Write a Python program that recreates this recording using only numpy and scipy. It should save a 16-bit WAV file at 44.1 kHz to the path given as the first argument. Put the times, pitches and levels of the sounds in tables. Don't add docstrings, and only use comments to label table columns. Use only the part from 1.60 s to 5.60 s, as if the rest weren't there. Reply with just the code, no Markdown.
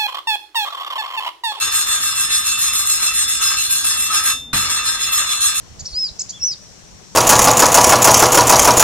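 import sys
import numpy as np
from scipy import signal
from scipy.fft import rfft, irfft
from scipy.io import wavfile
from scipy.ndimage import uniform_filter1d

SR = 44100
rng = np.random.default_rng(int(sys.argv[2]) if len(sys.argv) > 2 else 0)


def master(y):
    cut = np.clip(np.atleast_2d(y).T, -1, 1)
    pcm = np.round(cut * 32767)
    wavfile.write(sys.argv[1], SR, pcm.astype(np.int16))


N = 176400
T = np.arange(N) / SR

# frequency in Hz, level in dB before the drive is added,
# left-minus-right level in dB, phase lead of the left channel in radians.
METAL_MODES = [(1179, -41.3, -2, 0.8), (1229, -37.7, 6, 0.2), (1294, -36.8, 4, 0.1), (1593, -38, 1, -0.5),
               (1782, -39.1, -5, -2.6), (2671, -33.6, -3, 0.3), (2785, -42.6, 3, 2.8), (2890, -42, 0, 2),
               (3339, -35.3, 1, 2.4), (3506, -33.3, -5, 0.1), (3591, -33.0, 3, -0.1), (3750, -41, 0, 2),
               (3840, -41, 0, 2), (4067, -33.2, 2, 2.9), (4151, -36.2, -5, 1.6), (4205, -36.8, 2, 3.0),
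               (4453, -38.4, 0, 1.9), (5152, -31, -2, 0.9), (5319, -30.5, 5, 2.5), (5824, -41.5, 4, -2.5),
               (5954, -42, 2, 3.1), (6154, -35.6, 0, 2.5), (6306, -39.2, 3, -2.6), (6579, -34.6, 3, 1.1),
               (6737, -34.4, 2, -2.8), (6813, -36.8, -2, -2.4), (6881, -37.8, 7, 2.8),
               (7048, -35.2, 4, 2.1), (7471, -35.2, -1, 1.3), (7721, -36.6, -6, -1.4),
               (8020, -32.8, 0, 2.6), (8287, -28.4, 1, 2.0), (8515, -36.3, -6, 3.0), (8574, -34.2, 0, 1.6),
               (8801, -38.2, -1, 2.9), (8919, -33.8, -1, 2.4), (8992, -36.2, 0, 1.8), (10348, -39, 1, 2.6),
               (10939, -35.7, -2, 2.7), (11514, -33.5, 2, -2.5), (11888, -32.8, 0, -3.1),
               (12394, -41, 1, 3.1)]
# frequency in Hz, gain in dB.
MODE_DRIVE = [(1250, 0), (12000, 0.6)]
# frequency in Hz, 60 dB decay time in seconds before DECAY_STRETCH.
MODE_DECAY = [(1250, .14), (3340, .27), (3500, .7), (3600, .76), (3750, .18), (5150, .26), (6900, .27),
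              (8300, .19), (10300, .1)]
# start in seconds, peak moment as a share of the twist before PEAK_LEAD,
# relative levels of rasp, ring and hiss in dB.
TWISTS = [(-0.04, 0.36, 2.5, 0.8, -3), (0.108, 0.35, 1.0, 0.5, 0.1), (0.251, 0.55, 3, -1, 0.3),
          (0.395, 0.45, -0.2, -1, 0.8), (0.533, 0.57, 0, -1, 0), (0.68, 0.5, 1.2, 0.2, 0.3),
          (0.825, 0.44, -2, -0.7, -0.7), (0.968, 0.45, -0.3, -0.4, 1.2), (1.113, 0.47, -0.6, -3, 0.3),
          (1.246, 0.45, -2, -2, 2.5), (1.391, 0.44, 2, -0.4, 1.2), (1.521, 0.45, -2.5, -0.5, 0.9),
          (1.663, 0.48, -6, -1.5, -1.1), (1.8, 0.31, 3.1, 1, 0.8), (1.958, 0.39, -3.5, 0.5, -2),
          (2.09, 0.3, -3.5, -2, 0), (2.235, 0.22, 0.7, -0.3, 0), (2.365, 0.35, -2.5, -2.5, -0.8),
          (2.491, 0.65, 3.5, 0.5, 0.2), (2.622, 0.4, 3.5, 1, 1.2), (2.924, 0.34, 5, 1.9, -1),
          (3.075, 0.42, 2, -0.5, -2.2), (3.22, 0.45, 1.5, -1, -1.8), (3.376, 0.5, -1.2, -0.5, -4),
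          (3.506, 0.3, 1.9, 0.5, 0.7), (3.653, 0.45, -1, -1.3, -2.5), (3.8, 0.3, -1.6, -0.4, 2.2),
          (3.933, 0.35, -2.5, -1, 0)]
# centre in Hz, share of the strength left as the stick reverses.
GRINDING_REGISTERS = [(1500, 0.91), (4000, 0.45), (8000, 0.02)]
# peak time in seconds, frequency in Hz near the mode, rms level in dB.
GRIPS = [(.32, 2670, -30), (.96, 2670, -28), (1.495, 2670, -25), (3.195, 2670, -28), (3.52, 2670, -29),
         (.31, 3506, -30), (1.48, 3506, -31), (1.97, 3590, -30), (3.6, 3590, -30), (3.7, 3506, -30),
         (.75, 5150, -26.5), (1.08, 5150, -27), (1.885, 5150, -23), (2.57, 5150, -23), (2.7, 5150, -23),
         (3.295, 5150, -24), (3.575, 5150, -24), (1.35, 5320, -25), (3.45, 5320, -27), (.76, 8285, -22),
         (1.61, 8285, -22)]
# frequency in Hz, relative spectral density in dB.
CRUNCH_SPECTRUM = [(300, -82), (750, -79.5), (1000, -71), (1200, -60), (1450, -70), (1800, -61),
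                   (2200, -67.5), (2750, -64.5), (3150, -68.5), (3800, -58.5), (4750, -99), (5700, -66.5),
                   (6700, -61.5), (9300, -63), (10800, -57.5), (11800, -57), (13000, -82), (14300, -101)]
# delay in seconds, relative level in dB.
LANDING_BLOWS = [(.001, -1), (.007, -2), (.022, -7)]
# frequency in Hz, response to a unit blow in dB, 60 dB decay in seconds.
BENCH_MODES = [(85, -26, 1), (132.3, -32.5, 0.58), (196, -41, 0.72), (294.7, -38.5, 0.36)]
# frequency in Hz, relative spectral density in dB.
CLATTER_SPECTRUM = [(45, 6), (150, 6), (300, -6), (750, -12.5), (1200, 10.5), (13000, -19)]
# frequency in Hz, spectral density in dB.
RUMBLE_SPECTRUM = [(22, -76), (35, -66.5), (55, -66.5), (90, -67), (190, -77), (270, -76), (400, -90.5),
                   (900, -85), (14000, -110)]
# frequency in Hz, bandwidth in Hz, relative level in dB.
HUM_RESONANCES = [(250.5, 31, -1.5), (464, 240, -6)]
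# time in seconds, gain in dB.
HUM_SWELL = [(2.1, -59), (2.4, -49.5), (3.3, -50.5), (4, -64.5)]
# frequency in Hz, left-right correlation.
STEREO_CORRELATION = [(60, .998), (130, .96), (260, .68), (1250, .6), (1900, 0), (2700, .35), (4200, -.5),
                      (8000, -.8), (11500, -.83)]

LIFT_S, LETUP_S, SEAT_S = 2.721, 0.014, 2.930
SPEED_POWER, PEAK_LEAD = 0.97, 0.13
GRAINS_PER_S, GRAIN_SPREAD_DB = 14000, 2.5
CHATTER_HZ, CHATTER_DB = 132, 2.5
WANDER_HZ, WANDER_DB = 3.7, 2.4
DECAY_STRETCH = 1.155
CUTOFF_HZ = 14000
LN_1000 = np.log(1000)


def ringing_metal(strengths, chatter):
    breaks = rng.random(N) < GRAINS_PER_S / SR
    grains = breaks * from_db(GRAIN_SPREAD_DB * rng.exponential(1, N)) * chatter
    out = np.zeros((2, N))
    for hz, db, pan_db, lead in METAL_MODES:
        t60 = at_hz(MODE_DECAY, hz) * DECAY_STRETCH
        strength = strength_at(strengths, hz) * from_db(WANDER_DB * drift(WANDER_HZ))
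        force = grains * rng.standard_normal(N) * strength
        struck = steady_ring(resonator(force, hz, t60), strength, t60)
        sung = squeal(hz, t60)
        power = from_db(db + at_hz(MODE_DRIVE, hz)) ** 2
        struck_power = max(power - np.mean(np.abs(sung) ** 2), power / 10)
        tone = struck / struck.real.std() * np.sqrt(struck_power) + np.sqrt(2) * sung
        sides = np.array([[.5], [-.5]])
        ears = unit_rms(from_db(pan_db * sides)) * np.exp(1j * lead * sides)
        out += (ears * tone).real
    return out


def twisting_friction():
    start, moment, *levels = np.transpose(TWISTS)
    end = np.append(start[1:], start[-1] + np.median(np.diff(start)))
    length = np.where(start < LIFT_S, np.minimum(end, LIFT_S + LETUP_S), end) - start
    twist = np.clip(np.searchsorted(start, T) - 1, 0, len(start) - 1)
    progress = np.clip((T - start[twist]) / length[twist], 0, 1)
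    peak = np.clip(moment[twist] - PEAK_LEAD, .1, .9)
    rise_fall = np.minimum(progress / peak, (1 - progress) / (1 - peak))
    abrasion = np.abs(np.sin(np.pi / 2 * rise_fall)) ** SPEED_POWER
    seated = np.maximum(np.clip(1 - (T - LIFT_S) / LETUP_S, 0, 1), T > SEAT_S)
    strengths = []
    for db, (_, rest) in zip(levels, GRINDING_REGISTERS):
        strength = from_db(db[twist]) * (rest + (1 - rest) * abrasion)
        strengths.append(unit_rms(seated * uniform_filter1d(strength, size=400)))
    return strengths


def steady_ring(tone, strength, t60, evenness=.55, window_s=.18):
    energy_kept = np.exp(-2 * LN_1000 / (t60 * SR))
    stored = signal.lfilter([1], [1, -energy_kept], strength ** 2)
    expected, actual = (np.abs(uniform_filter1d(energy / energy.mean(), int(window_s * SR))) + 1e-9
                        for energy in (stored, np.abs(tone) ** 2))
    return tone * (expected / actual) ** (evenness / 2)


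def squeal(hz, t60, rise_s=0.034):
    swell, pitches = np.zeros(N), np.array(METAL_MODES)[:, 0]
    for peak_s, near_hz, db in GRIPS:
        if pitches[np.argmin(abs(pitches - near_hz))] == hz:
            before, after = np.minimum(T - peak_s, 0), np.maximum(T - peak_s, 0)
            swell += from_db(db) * np.exp(-(before / rise_s) ** 2 - LN_1000 * after / t60)
    return swell * np.exp(2j * np.pi * (hz * T + rng.random()))


def paste_crunch(strengths, chatter, colour, gain_db=-0.84, flicker_db=3, flicker_hz=5.3):
    crunch = sum(band * strength_at(strengths, hz) * from_db(flicker_db * drift(flicker_hz))
                 for hz, band in noise_bands(CRUNCH_SPECTRUM, count=34, colour=colour))
    return from_db(gain_db) * chatter * crunch


def ringing_colour(above_hz=4000, contrast_db=20, flank_hz=34, crowd_hz=9350, spacing_hz=260):
    hz = np.fft.rfftfreq(N, 1 / SR)
    crowd = np.arange(crowd_hz, CUTOFF_HZ, spacing_hz)
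    crowd = crowd + spacing_hz * (rng.random(len(crowd)) - .5) / 2
    pitches = np.append(np.array(METAL_MODES)[:, 0], crowd)
    detuning = np.min(np.abs(hz - pitches[:, None]), axis=0)
    gain = from_db(contrast_db * np.exp(-(detuning / flank_hz) ** 2 / 2) * (hz > above_hz))
    return gain / np.sqrt(uniform_filter1d(gain ** 2, size=N // 30))


def landing_knock(clatter_db=-20.5, clatter_t60_s=0.22):
    blows, energy = np.zeros(N), np.zeros(N)
    for delay, db in LANDING_BLOWS:
        at = int((SEAT_S + delay) * SR)
        blows[at] += from_db(db)
        energy[at:] += from_db(db) ** 2 * np.exp(-2 * LN_1000 * T[:N - at] / clatter_t60_s)
    thud = sum(from_db(db) * resonator(blows, hz, t60).imag for hz, db, t60 in BENCH_MODES)
    clatter = unit_rms(sum(band for _, band in noise_bands(CLATTER_SPECTRUM, count=10)))
    return thud + from_db(clatter_db) * np.sqrt(energy) * clatter


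def workshop_reverb(direct, t60_s=0.27, level_db=-8.5, delay_s=0.0084):
    t = T[:SR // 2]
    tail = rng.standard_normal((2, len(t))) * np.exp(-LN_1000 * t / t60_s) * (t > delay_s)
    tail /= np.sqrt(np.sum(tail ** 2, axis=1, keepdims=True))
    return direct + from_db(level_db) * signal.fftconvolve(direct, tail, axes=1)[:, :N]


def room_tone():
    hum = np.zeros(N)
    for hz, width_hz, db in HUM_RESONANCES:
        tone = resonator(rng.standard_normal(N), hz, t60=LN_1000 / (np.pi * width_hz))
        hum += from_db(db) * unit_rms(tone.real)
    rumble = sum(band for _, band in noise_bands(RUMBLE_SPECTRUM, count=14))
    return rumble + hum * from_db(np.interp(T, *np.transpose(HUM_SWELL)))


def resonator(force, hz, t60):
    pole = np.exp((-LN_1000 / max(t60, .005) + 2j * np.pi * hz) / SR)
    return signal.lfilter([1], [1, -pole], force + 1e-18)


def noise_bands(spectrum, count, colour=1):
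    edges = np.geomspace(spectrum[0][0], min(spectrum[-1][0], SR * .45), count + 1)
    noise = irfft(rfft(rng.standard_normal((2, 2, N))) * colour, N) * np.sqrt(SR / 2)
    for k, (low, high) in enumerate(zip(edges, edges[1:])):
        bandpass = signal.butter(2, [low, high], "band", fs=SR, output="sos")
        mid, side = signal.sosfilt(bandpass, noise[k % 2])
        hz = np.sqrt(low * high)
        alike = at_hz(STEREO_CORRELATION, hz)
        stereo = np.sqrt((1 + alike) / 2) * mid + np.sqrt((1 - alike) / 2) * side * [[1], [-1]]
        yield hz, from_db(at_hz(spectrum, hz)) * stereo


def drift(hz, step=40):
    pole = np.exp(-2 * np.pi * hz * step / SR)
    noise = rng.standard_normal(N // step + 2002)
    slow = signal.lfilter([1], [1, -2 * pole, pole * pole], noise)[2000:]
    return np.interp(np.arange(N) / step, np.arange(len(slow)), unit_rms(slow))


def strength_at(strengths, hz):
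    place = at_hz([(centre, k) for k, (centre, _) in enumerate(GRINDING_REGISTERS)], hz)
    return sum(strength * max(1 - abs(place - k), 0) for k, strength in enumerate(strengths))


def at_hz(table, hz):
    pitches, values = np.transpose(table)
    return np.interp(np.log(hz), np.log(pitches), values)


def from_db(db):
    return 10 ** (np.asarray(db) / 20)


def unit_rms(x):
    return x / np.sqrt(np.mean(x ** 2) + 1e-20)


def scene():
    strengths = twisting_friction()
    chatter = unit_rms(from_db(CHATTER_DB * drift(CHATTER_HZ)))
    metal = ringing_metal(strengths, chatter)
    crunch = paste_crunch(strengths, chatter, ringing_colour())
    return metal + workshop_reverb(crunch + landing_knock()) + room_tone()


def record(dry):
    rounded = dry / (1 + dry ** 8) ** (1 / 8)
    return signal.sosfilt(signal.ellip(10, .2, 90, CUTOFF_HZ, fs=SR, output="sos"), rounded)


dry = scene()
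out = record(dry)
master(out)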